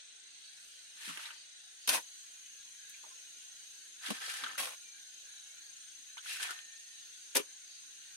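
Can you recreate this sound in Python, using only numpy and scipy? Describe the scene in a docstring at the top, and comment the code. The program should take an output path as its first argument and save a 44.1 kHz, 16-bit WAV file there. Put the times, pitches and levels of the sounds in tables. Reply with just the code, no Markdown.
"""Outdoors, a steel shovel tips three loads of dry sandy soil into a plastic bucket, and digs in after each.
Clumped random clicks, coloured and resonated, make the hiss of soil, its patter and the rasp of the thrusts.
Lumps thud and knock as short bursts of such clicks; decaying sines ring the emptied blade and jolt the shovel.
Insects trill in narrow noise bands chopped by wing strokes, over a streaky hiss of a distant chorus that now
and then swells near 1.6 kHz, and a few faint far calls of swelling narrow noise."""
import sys
import numpy as np
from scipy import signal
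from scipy.io import wavfile
from scipy.ndimage import uniform_filter1d

SR = 44100
rng = np.random.default_rng(int(sys.argv[2]) if len(sys.argv) > 2 else 0)


def dump_mix(stems):
    """Bounce the given channels to the path in sys.argv[1] as a 16-bit WAV at rate SR."""
    frames = np.atleast_2d(stems).T  # one column per channel
    limited = np.clip(frames, -1, 1)  # hard clip at full scale
    pcm = np.round(limited * 32767).astype(np.int16)
    wavfile.write(sys.argv[1], SR, pcm)


N = 359856
TIME = np.arange(N) / SR  # seconds
EDGE_HZ = 15850  # upper band limit of the whole scene

# near insects: (start [s], pitch [Hz], band width [Hz], mean wing stroke rate [1/s], level before panning [dB])
INSECTS = [(-1, 6310, 190, 27.1, -62), (1.8, 6280, 80, 27.25, -59.5), (1.67, 6675, 46, 26.2, -62),
           (0.71, 6330, 440, 16, -65.5)]
STROKE_DEPTH, STROKE_SHARPNESS = .7, 2.5  # share of the amplitude that pulses, and how peaked each pulse is
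STROKE_EVENNESS = .8  # 0 keeps the noise's own swells, 1 flattens them

# colour of the far chorus: (frequency [Hz], relative density [dB per Hz])
CHORUS_COLOUR = [(30, -16.5), (110, -27.5), (270, -17), (1270, -18.5), (1420, -5), (1620, -3.5), (2150, -7),
                 (2900, -0.5), (3600, -1), (4000, 3.5), (4450, -2), (5300, -6.5), (6400, -1), (7400, -11),
                 (8600, 1.5), (9400, -7.5), (12000, -13), (12800, -23.5), (15500, -25.5)]
# gain of the chorus's top treble: (time [s], gain [dB])
SHEEN = [(0, -14), (.45, -7.5), (.65, -1.5), (1.5, -9.5), (1.9, -0.5)]
CHORUS_DB = -55
SWELL_DB, SWELLS_PER_S = 0.51, 2.2  # the chorus wavers slowly

# faint far calls, perhaps of birds, and two brief swells of the far chorus near 1.6 kHz: (time [s], length [s],
# pitch [Hz], band width [Hz], level before the swell [dB])
FAR_CALLS = [(0.419, 0.11, 4400, 300, -58.5), (1.297, 0.18, 4530, 506, -58), (1.793, 0.15, 4640, 400, -59),
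             (2.728, 0.27, 1635, 100, -64), (4.774, 0.25, 2360, 25, -65), (5.199, 0.25, 1640, 120, -66),
             (7.625, 0.22, 3900, 201, -65), (7.637, 0.19, 4600, 400, -59)]

# soil slips off the tilted blade, each load in two parts; levels are before the mix:
# (time [s], rise [s], slide run-out [s], slide [dB], patter on the wall [dB], patter on the bottom [dB])
POURS = [(.89, 0.17, 0.41, -53.5, -61, -53), (1.16, 0.057, 0.33, -59, -67, -73),
         (3.983, 0.076, 0.37, -52.5, -48, -50), (4.11, 0.15, 0.65, -51.5, -51, -49),
         (6.193, 0.1, 0.45, -49.5, -59.5, -53), (6.384, 0.025, 0.37, -52.5, -49, -70)]
RUN_OUT_SHAPE = 1.84  # the flow holds at first, then dwindles fast
FALL_S = 0.15  # from the blade to the bottom of the bucket
SETTLE = 0.76  # length of the bottom patter's ending relative to the slide's
LUMPY_DB, LUMPS_PER_S = 2.2, 45  # the soil arrives in uneven lumps
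SPURT_DB, SPURTS_PER_S = 1.1, 110  # it leaves the blade in small spurts
# colour of the sliding soil, also of the clods' ticks: (frequency [Hz], relative density [dB per Hz])
SLIDE_COLOUR = [(300, -44), (1100, -18.5), (1700, 4), (2800, 4.5), (4200, 2), (6300, 0), (7400, -2),
                (8500, 2.5), (11700, -2.5), (13000, -16.5), (15500, -17.5)]
# colour of soil in the hollow bucket: (frequency [Hz], relative density [dB per Hz])
HOLLOW_COLOUR = [(150, -30), (400, -17), (630, -20.5), (740, -13), (1130, -6), (1550, 0), (1900, -5.5),
                 (2200, -8), (3200, -1), (4500, -13.5), (8000, -46)]
# modes of the bucket: (pitch before tuning [Hz], width before tuning [Hz], lift [dB])
BUCKET_MODES = [(530, 42, 9.5), (765, 45, 12), (1003, 40, 3), (1285, 42, 7), (1575, 65, 7), (1775, 60, 8.5)]
# the bucket is retuned as it fills: (from time [s], pitch [ratio])
BUCKET_TUNING = [(0, 1.19), (3.5, 1.0), (6, .97)]
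# modes of the steel blade, damped by soil: (pitch before tuning [Hz], width before tuning [Hz], lift [dB])
BLADE_MODES = [(472, 43, 9.5), (515, 21, 4.5), (1017, 78, 9), (1890, 20, -12), (2490, 46, 3),
               (2740, 27, -1), (2970, 68, -6), (3140, 120, -2), (3570, 67, 1.5), (3840, 32, -10),
               (3950, 21, 5), (4240, 12, -8), (4200, 34, -16)]
# the load of soil retunes the blade from stroke to stroke: (from time [s], pitch [ratio])
BLADE_TUNING = [(0, 1.04), (1.8, 1.02), (3.5, 1.3), (4.56, 1.05), (6, 1.035), (7.2, 0.96)]

# single crumbs: rate, range of sizes, level within the pour, sharpness and range of their pitches
CRUMBS_PER_S, CRUMB_SPREAD_DB, CRUMB_DB, CRUMB_Q = 300, 12, -2.7, 15
CRUMB_LOW_HZ, CRUMB_HIGH_HZ = 1410, 5160

# a mass of soil lands or stops the blade, or a boot treads:
# (time [s], rise [s], 60 dB decay [s], level before the force's own rms [dB], pitch [Hz])
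THUDS = [(1.071, 0.0051, 0.2, -55.5, 217), (1.089, 0.0043, .08, -54.5, 220), (1.173, 0.002, 0.02, -57, 420),
         (1.963, 0.0084, 0.05, -54.5, 315), (3.03, 0.0054, 0.22, -73, 410), (3.362, .003, 0.15, -73, 378),
         (4.072, 0.018, 0.11, -48.5, 333), (4.103, 0.0018, 0.057, -32.5, 295),
         (4.1032, 0.0012, 0.063, -36.5, 600), (4.26, 0.018, 0.08, -58.5, 555),
         (4.41, 0.0097, 0.44, -61, 296), (6.17, .002, 0.044, -72, 530), (6.399, 0.0048, 0.14, -64, 454),
         (6.503, 0.0029, .1, -60, 455), (7.354, 0.0086, 0.1, -46, 343)]
# colour of a soft thud: (frequency [multiple of its pitch], relative density [dB per Hz])
THUD_COLOUR = [(.1, -45), (.48, -16), (.75, 6.5), (1.002, 3), (1.8, -10.5), (3, -21), (8, -41)]

# clods burst on the bucket or under the blade; levels are before the force's own rms:
# (time [s], 60 dB decay [s], knock [dB], knock pitch [Hz], clack [dB], clack pitch [Hz], gritty tick [dB])
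CLODS = [(1.089, 0.19, -47, 1230, -52, 3000, -49), (1.173, 0.0081, -34, 1670, -37, 2900, -37.5),
         (1.177, 0.012, -48, 1100, -42, 2930, -44), (1.193, 0.051, -45, 1490, -58, 3300, -55),
         (1.255, 0.089, -46, 2040, -43, 3650, -53), (1.304, 0.071, -46.5, 1520, -45.5, 2790, -65),
         (1.892, 0.037, -33, 1550, -27.5, 2850, -42), (1.936, 0.084, -44, 1750, -37, 2540, -36),
         (1.945, 0.069, -38, 900, -47, 1340, -48), (1.957, .03, -49, 1500, -47, 2700, -46),
         (1.975, 0.054, -39, 940, -39, 1480, -48), (1.987, .03, -49, 905, -49, 1590, -47),
         (4.06, 0.14, -54, 1440, -39.5, 3320, -55), (4.1033, 0.057, -35.5, 1000, -40, 2930, -35),
         (4.298, 0.053, -51, 1740, -47, 2900, -39.5), (4.338, 0.11, -44.5, 1660, -49, 3000, -41),
         (4.4371, 0.02, -32.5, 1320, -34.5, 3600, -43), (4.442, 0.037, -35, 1530, -39, 3170, -48.5),
         (4.461, 0.068, -36.5, 1480, -45, 2985, -58), (4.504, 0.035, -43, 1260, -58, 3000, -60),
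         (4.58, 0.053, -44, 1460, -38, 2500, -38), (4.648, 0.047, -54, 780, -55, 1700, -55),
         (4.67, 0.087, -49, 764, -46.5, 1330, -51), (4.71, .06, -55, 750, -58, 2700, -57),
         (4.736, 0.033, -64, 684, -55, 1700, -64), (6.1686, 0.054, -49.5, 1060, -47, 2210, -57),
         (6.177, 0.094, -45.5, 1510, -44, 3200, -54), (6.259, 0.032, -41.5, 1520, -62, 2050, -54),
         (6.399, 0.034, -38, 1594, -48, 4100, -48), (6.422, 0.054, -46, 1780, -54, 2980, -36),
         (6.428, 0.06, -38, 1770, -54, 2830, -34), (6.447, 0.072, -40.5, 1540, -43, 2470, -63),
         (6.49, 0.087, -40.5, 1380, -49, 2100, -59), (6.506, 0.052, -38, 1450, -57, 1880, -37),
         (6.589, 0.016, -52, 1710, -42.5, 3060, -46), (7.359, .06, -35, 1710, -36, 1940, -44),
         (7.391, 0.1, -45.5, 1150, -44, 3100, -42)]
CLOD_Q, CLOD_RISE_S = 6.5, .002

# scrapes that start the ring: (time [s], level [dB])
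RING_KNOCKS = [(1.174, -69), (6.32, -47.8)]
# long ring of the blade in free air: (pitch [Hz], level relative to the scrape [dB], 60 dB decay [s])
RING_MODES = [(1669, -9, 1.1), (1814, 2, 1.6), (1836, -4, 1.3), (4020, -19, .55)]
RING_BUILD_S, RING_LAG = .1, 1.6  # build-up time constant; left channel's lead in radians
RING_WAVER, RING_WAVERS_PER_S = .2, 35

# the blade is thrust into the heap; levels are before the mix:
# (time [s], rise [s], at full speed [s], 60 dB slowing [s], time until rest [s],
#  sand rasp [dB], crumb crunch [dB], blade push [dB])
THRUSTS = [(1.874, 0.001, 0.076, 0.17, 0.13, -29.5, -32.5, -42),
           (4.576, 0.0025, 0.036, 0.41, 0.17, -34, -35, -49.5),
           (7.345, 0.0099, 0.014, 0.097, 0.09, -26.5, -29.5, -34)]
# the edge strikes or grates over a stone: (time [s], rise [s], 60 dB decay [s], level before the mix [dB])
STONES = [(1.8752, .0004, .012, -30), (1.8912, 0.00033, .004, -15), (1.891, 0.0028, 0.022, -19.5),
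          (1.8957, .0003, 0.0037, -16), (1.9004, .001, 0.0087, -20), (4.579, .001, .02, -35),
          (4.587, 0.0012, .012, -30), (7.354, 0.0027, .02, -19.5), (7.363, .0006, .008, -16),
          (7.364, 0.0049, 0.033, -15)]
DRAG_S = 0.0052  # crunch and push hold this much longer than the rasp
BURY = 0.11  # crunch and push build as the blade goes deeper, over this share of its time at full speed
REST_T60_S = 0.078  # they cease when the blade comes to rest
CATCH_DB, CATCHES_PER_S = 3.0, 170  # the blade catches and slips as it goes in
GRIT_DB = -6.5  # single crumbs within the crunch
# colour of sand on steel: (frequency [Hz], relative density [dB per Hz])
RASP_COLOUR = [(1200, -49), (3000, -5.5), (4000, -0.5), (6200, 3.5), (7400, -2.5), (8500, 5.5),
               (11700, 2.5), (13000, -7), (15500, -13)]
# colour of breaking crumbs: (frequency [Hz], relative density [dB per Hz])
CRUNCH_COLOUR = [(150, -46), (450, -16), (700, 1.5), (1000, -4.5), (1200, -3), (1600, 1.5), (2700, 2),
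                 (3800, -2.5), (6000, -19)]
# colour of the low push of the blade: (frequency [Hz], relative density [dB per Hz])
PUSH_COLOUR = [(30, -30), (130, -21), (230, 6.5), (320, 5), (430, -5.5), (560, 7), (800, -32), (2000, -28)]

# faint scuffs and squeaks of boots and shovel:
# (time [s], rise [s], 60 dB decay [s], level [dB], pitch [Hz], width [Hz])
SCUFFS = [(2.886, 0.011, .06, -50, 9900, 4600), (2.925, 0.02, 0.11, -54.5, 2400, 230),
          (3.03, 0.007, 0.089, -55, 920, 320), (3.06, 0.0063, 0.12, -60, 754, 700),
          (3.085, 0.022, 0.13, -63.5, 1040, 45), (6.272, 0.034, 0.55, -47.5, 2744, 36),
          (6.29, 0.034, 0.7, -56, 2510, 36)]

# jerks of the buried blade: (time [s], rise [s], level before panning [dB], centre pitch [Hz])
JOLTS = [(7.353, 0.011, -36, 570), (7.372, 0.0061, -33, 438), (7.398, 0.0029, -36.5, 385)]
# low modes of the whole shovel: (pitch [Hz], level relative to the jolt [dB], 60 dB decay [s])
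SHAFT_MODES = [(283, -3, .085), (410, 4, 0.048), (548, 0, 0.081), (738, -4, .07), (900, 2, 0.055)]
JOLT_SPREAD = 0.43  # octaves around its own pitch that a jolt shakes


def gain_of(db):
    """Decibels to amplitude."""
    return 10 ** (np.asarray(db) / 20)


def evened(x):
    """Scales to rms 1."""
    return x / np.sqrt(np.mean(x ** 2) + 1e-20)


def decay(t, t60):
    """Exponential decay, 60 dB down at t60."""
    return np.exp(-np.log(1000) * t / t60)


def read(points, hz):
    """Reads a spectrum table on a log-frequency axis."""
    f, value = np.transpose(points)
    return np.interp(np.log(hz + 1), np.log(f + 1), value)


def drift(per_s, t=TIME):
    """Smooth random wander: normal draws at the given rate, joined by straight lines."""
    return np.interp(t * per_s, np.arange(4096), rng.standard_normal(4096))


def colour(x, points):
    """Causal minimum-phase filter of energy 1 with the given spectrum."""
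    log_gain = np.log(gain_of(read(points, abs(np.fft.fftfreq(2048, 1 / SR)))))
    response = np.exp(np.conj(signal.hilbert(log_gain)))
    taps = np.fft.ifft(response).real[:1024]
    return signal.oaconvolve(x, taps[None] / np.linalg.norm(taps), axes=1)[:, :N]


def resonate(x, hz, width):
    """A two-pole resonance that keeps the power of white noise."""
    b, a = signal.iirpeak(hz, hz / width, fs=SR)
    return signal.lfilter(b, a, x) * np.sqrt(SR / (np.pi * width))


def ringing(x, modes, tuning):
    """A body lifts the sound at each of its modes, tuned anew for each stroke."""
    starts, ratios = np.transpose(tuning)
    strokes = np.split(x, (starts[1:] * SR).astype(int), axis=1)
    bodies = []
    for part, ratio in zip(strokes, ratios):
        body = part.copy()
        for hz, width, db in modes:
            b, a = signal.iirpeak(hz * ratio, hz / width, fs=SR)
            body += gain_of(db) * signal.lfilter(b, a, part)
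        bodies.append(body)
    return np.hstack(bodies)


def surge(s, rise, fall, shape=1, hold=0):
    """Force that builds from s, holds, and is 60 dB down after fall; shape 1 dies away, 2 lingers then stops."""
    out, rise, first = np.zeros(N), max(rise, 1e-4), int(s * SR)
    t = TIME[:min(int((rise + hold + 2 * fall) * SR), N - first)]
    build = np.minimum(t / rise, 1) ** 2
    falling = np.maximum(t - rise - hold, 0) / fall
    out[first:first + len(t)] = build * np.exp(-np.log(1000) * falling ** shape)
    return out


def grains(per_s, spread_db, clump_db, scatter_s=.0006):
    """Clumped clicks of unequal size; each reaches the two channels with its own delays and signs."""
    chance = rng.random((6, N), dtype=np.float32)
    at = np.flatnonzero(chance[0] < per_s / SR)
    heft, sign, lag = chance[1, at], np.sign(chance[2:4, at] - .5), chance[4:, at]
    heft_db = spread_db * np.minimum(-np.log1p(-heft), 4)
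    size = gain_of(heft_db + clump_db * drift(300, at / SR))
    arrival = (at + (lag * scatter_s * SR).astype(int)) % N
    return evened(np.array([np.bincount(i, size * s, N) for i, s in zip(arrival, sign)]))


def panned(x, left_db):
    """Leans a sound to the left by a level difference between the channels."""
    return x * gain_of(np.array([left_db, -left_db]).reshape(2, -1) / 2)


def insects(rate_wander=0.0044):
    """Each wing stroke drags a file across a scraper and sounds a narrow wing resonance."""
    out = np.zeros((2, N))
    for start, hz, width, rate, db in INSECTS:
        turns = np.cumsum(rate * (1 + rate_wander * drift(3.9))) / SR
        pulse = abs(np.sin(np.pi * turns)) ** (2 * STROKE_SHARPNESS)
        stroke = 1 - STROKE_DEPTH + STROKE_DEPTH * pulse
        tone = resonate(resonate(rng.standard_normal((2, N)), hz, width), hz, 4 * width)
        envelope = abs(signal.hilbert(tone)) + 1e-9
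        wing = stroke * tone / envelope ** STROKE_EVENNESS  # strokes of nearly equal strength
        fade_in = np.clip((TIME - start) * 10, 0, 1)
        out += gain_of(db) * evened(wing) * fade_in
    return panned(out, left_db=1.0)


def chorus(streak_db=3.9, patchy_db=1.1, treble_streak_db=3.5):
    """Many far insects and leaves merge into a hiss full of short thin streaks."""
    frames, hz = N // 512 + 5, np.fft.rfftfreq(2048, 1 / SR)
    real, imag = rng.standard_normal((2, 2, frames, len(hz)))

    def blotches(in_time, in_pitch):
        """Random texture smoothed over frames and frequency bins."""
        smooth = uniform_filter1d(rng.standard_normal(real.shape[1:]), size=in_time, axis=0)
        return evened(uniform_filter1d(smooth, size=in_pitch, axis=1))

    streaks = np.interp(hz, [4500, 7000], [streak_db, treble_streak_db]) * blotches(6, 2)
    patches = patchy_db * blotches(16, 14)
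    sheen_db = np.interp(np.arange(frames) * 512 / SR, *np.transpose(SHEEN))
    top_db = sheen_db[:, None] * np.interp(hz, [8500, 11000], [0, 1])
    z = (real + 1j * imag) * gain_of(read(CHORUS_COLOUR, hz) + streaks + patches + top_db)
    hiss = evened(signal.istft(z.swapaxes(1, 2), nperseg=2048, noverlap=1536)[1][:, :N])
    return panned(hiss, left_db=.5) * gain_of(CHORUS_DB + SWELL_DB * drift(SWELLS_PER_S))


def far_calls():
    """Distance blurs each call into a soft narrow swell."""
    out = np.zeros((2, N))
    for s, length, hz, width, db in FAR_CALLS:
        noise = rng.standard_normal((2, SR // 2))
        tone = evened(resonate(resonate(noise, hz, width), hz, 3 * width))
        swell = np.sin(np.pi * np.clip(TIME[:SR // 2] / length, 0, 1))
        part = out[:, int(s * SR):][:, :SR // 2]
        part += (gain_of(db) * swell * tone)[:, :part.shape[1]]
    return out


def crumbs():
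    """Separate crumbs land at random, each on its own spot with its own short ring."""
    t = TIME[:SR // 40]
    out = np.zeros((2, N + len(t)))
    for when, heft, spot, left, right in rng.random((int(CRUMBS_PER_S * N / SR), 5)):
        hz = CRUMB_LOW_HZ * (CRUMB_HIGH_HZ / CRUMB_LOW_HZ) ** spot
        tone = np.sin(2 * np.pi * (hz * t + np.array([[left], [right]])))
        tick = np.minimum(hz * t / 2, 1) * np.exp(-np.pi * hz * t / CRUMB_Q) * tone
        out[:, int(when * N):][:, :len(t)] += gain_of(CRUMB_SPREAD_DB * heft) * tick
    return evened(out[:, :N])


def pours():
    """Fine soil slides off the steel and patters on wall, then bottom, of the hollow bucket, with small lumps."""
    flow, rattle = np.zeros((2, N))
    for s, rise, run_out, slide_db, wall_db, bottom_db in POURS:
        leaving = surge(s, rise, run_out, RUN_OUT_SHAPE)
        landing = surge(s + FALL_S, rise, SETTLE * run_out, RUN_OUT_SHAPE)
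        flow = np.hypot(flow, gain_of(slide_db) * leaving)
        patter_force = np.hypot(gain_of(wall_db) * leaving, gain_of(bottom_db) * landing)
        rattle = np.hypot(rattle, patter_force)
    spurts = evened(gain_of(SPURT_DB * drift(SPURTS_PER_S)))
    sliding = flow * spurts * grains(per_s=5000, spread_db=0.0, clump_db=0.5)
    slide = ringing(colour(sliding, SLIDE_COLOUR), BLADE_MODES, BLADE_TUNING)
    lumps = evened(gain_of(LUMPY_DB * drift(LUMPS_PER_S)))
    falling = rattle * lumps * grains(per_s=1200, spread_db=1.5, clump_db=1)
    patter = ringing(colour(falling, HOLLOW_COLOUR), BUCKET_MODES, BUCKET_TUNING)
    ticks = gain_of(CRUMB_DB) * np.hypot(flow, rattle) * crumbs()
    return panned(gain_of(7) * slide + gain_of(-2.5) * patter + ticks, left_db=1.0)


def thuds():
    """A soft mass stops on loose soil: a broad low push with no ring."""
    out = np.zeros((2, N))
    push = grains(per_s=7000, spread_db=1.2, clump_db=.5)
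    for s, rise, t60, db, hz in THUDS:
        part = slice(int(s * SR), int(s * SR) + SR // 2)
        force = surge(s, rise, t60)[part]
        blow = colour(push[:, part] * force, np.array(THUD_COLOUR) * [hz, 1])[:, :SR // 2]
        out[:, part] += gain_of(db) * np.sqrt(np.mean(force ** 2)) * evened(blow)
    return out


def clods():
    """Each clod knocks at two pitches of the spot it meets, and bursts into grit."""
    out, length = np.zeros((2, N)), SR // 4
    grit = grains(per_s=9000, spread_db=1.4, clump_db=.7)
    for s, t60, knock_db, knock_hz, clack_db, clack_hz, tick_db in CLODS:
        part = slice(int(s * SR), int(s * SR) + length)
        force = surge(s - CLOD_RISE_S / 2, CLOD_RISE_S, t60)[part]
        blow = grit[:, part] * force
        burst = gain_of(tick_db) * evened(colour(blow, SLIDE_COLOUR)[:, :length])
        for db, hz in [(knock_db, knock_hz), (clack_db, clack_hz)]:
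            knock = resonate(resonate(blow, hz, hz / CLOD_Q), hz, hz)
            burst += gain_of(db) * evened(knock)
        out[:, part] += np.sqrt(np.mean(force ** 2)) * burst
    return out


def ring():
    """The emptied blade rings on, wavering as it is swung; a close pair of modes beats."""
    out, t = np.zeros((2, N)), np.arange(SR) / SR
    for s, level_db in RING_KNOCKS:
        for hz, db, t60 in RING_MODES:
            phase = 2 * np.pi * (hz * t + rng.random()) + np.array([[RING_LAG], [0]])
            waver = drift(RING_WAVERS_PER_S, t) * np.sin(phase) + drift(RING_WAVERS_PER_S, t) * np.cos(phase)
            tone = np.sin(phase) + RING_WAVER * waver
            build = 1 - np.exp(-t / RING_BUILD_S)
            out[:, int(s * SR):][:, :SR] += gain_of(level_db + db) * build * decay(t, t60) * tone
    return out


def thrusts():
    """Sand rasps along the steel; as the blade sinks, crumbs break and the push shakes it."""
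    rasp, crunch, push = np.zeros((3, N))
    for s, rise, hold, t60, travel, rasp_db, crunch_db, push_db in THRUSTS:
        depth = 1 - np.exp(-np.maximum(TIME - s, 0) / (BURY * hold))
        moving = surge(s, 0, REST_T60_S, hold=travel)
        drag = surge(s, rise, t60, hold=hold + DRAG_S) * moving * np.sqrt(depth)
        rasp += gain_of(rasp_db) * surge(s, rise, t60, hold=hold)
        crunch += gain_of(crunch_db) * drag
        push += gain_of(push_db) * drag
    for s, rise, t60, db in STONES:
        rasp = np.hypot(rasp, gain_of(db) * surge(s, rise, t60))
    catch = evened(gain_of(CATCH_DB * drift(CATCHES_PER_S)))
    sand = colour(rasp * np.sqrt(catch) * grains(per_s=15000, spread_db=0.0, clump_db=1.4), RASP_COLOUR)
    breaking = colour(crunch * catch * grains(per_s=6000, spread_db=1.5, clump_db=-1.5), CRUNCH_COLOUR)
    breaking += gain_of(GRIT_DB) * crunch * crumbs()
    shake = colour(push * grains(per_s=4900, spread_db=1.0, clump_db=-0.5), PUSH_COLOUR)
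    left_db = np.interp(TIME, [2, 4.6, 7.3], [2.2, .5, 3.0])  # where the blade enters the heap
    along_steel = panned(gain_of(-4.0) * sand, left_db)
    in_heap = panned(gain_of(-5.5) * breaking + gain_of(-12.0) * shake, left_db=1.0)
    return ringing(along_steel + in_heap, BLADE_MODES, BLADE_TUNING)


def scuffs():
    """Brief rubs, each in one resonance."""
    out = np.zeros((2, N))
    rub = grains(per_s=5500, spread_db=2.4, clump_db=1.5)
    for s, rise, t60, db, hz, width in SCUFFS:
        out += gain_of(db) * resonate(rub * surge(s, rise, t60), hz, width)
    return out


def jolts():
    """The buried blade stops in jerks, and the whole shovel shudders at its low modes."""
    out, t = np.zeros((2, N)), np.arange(SR // 4) / SR
    for s, rise, level_db, pitch in JOLTS:
        for hz, db, t60 in SHAFT_MODES:
            share = np.exp(-(np.log2(hz / pitch) / JOLT_SPREAD) ** 2 / 2)
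            phase = 2 * np.pi * rng.random() + np.array([[2], [0]])  # earlier on the left
            swing = np.minimum(t / rise, 1) * decay(np.maximum(t - rise, 0), t60)
            tone = np.sin(2 * np.pi * hz * t + phase)
            out[:, int(s * SR):][:, :len(t)] += gain_of(level_db + db) * share * swing * tone
    return panned(out, left_db=1.5)


def yard(x, echo_db=-10, wet_db=-24, t60=0.29):
    """A few quick reflections from ground, bucket and legs, with a faint short tail."""
    t = np.arange(SR // 4) / SR
    tail = rng.standard_normal((2, len(t))) * decay(t, t60) * (t > .003)
    tail *= gain_of(wet_db) / np.linalg.norm(tail[0])
    at = (rng.uniform(.002, .011, (2, 4)) * SR).astype(int)
    np.put_along_axis(tail, at, gain_of(echo_db) / 2, axis=1)  # four echoes share the echo power
    return x + signal.oaconvolve(x, tail, axes=1)[:, :N]


def scene():
    """The digging in front, the insects all around."""
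    digging = pours() + thuds() + clods() + ring() + thrusts() + scuffs() + jolts()
    return insects() + chorus() + far_calls() + yard(digging)


def record(dry):
    """Limits the band with a steep low-pass."""
    low_pass = signal.firwin(511, EDGE_HZ, window=("kaiser", 9), fs=SR)
    return signal.oaconvolve(dry, low_pass[None], "same")


dry = scene()
out = record(dry)
dump_mix(out)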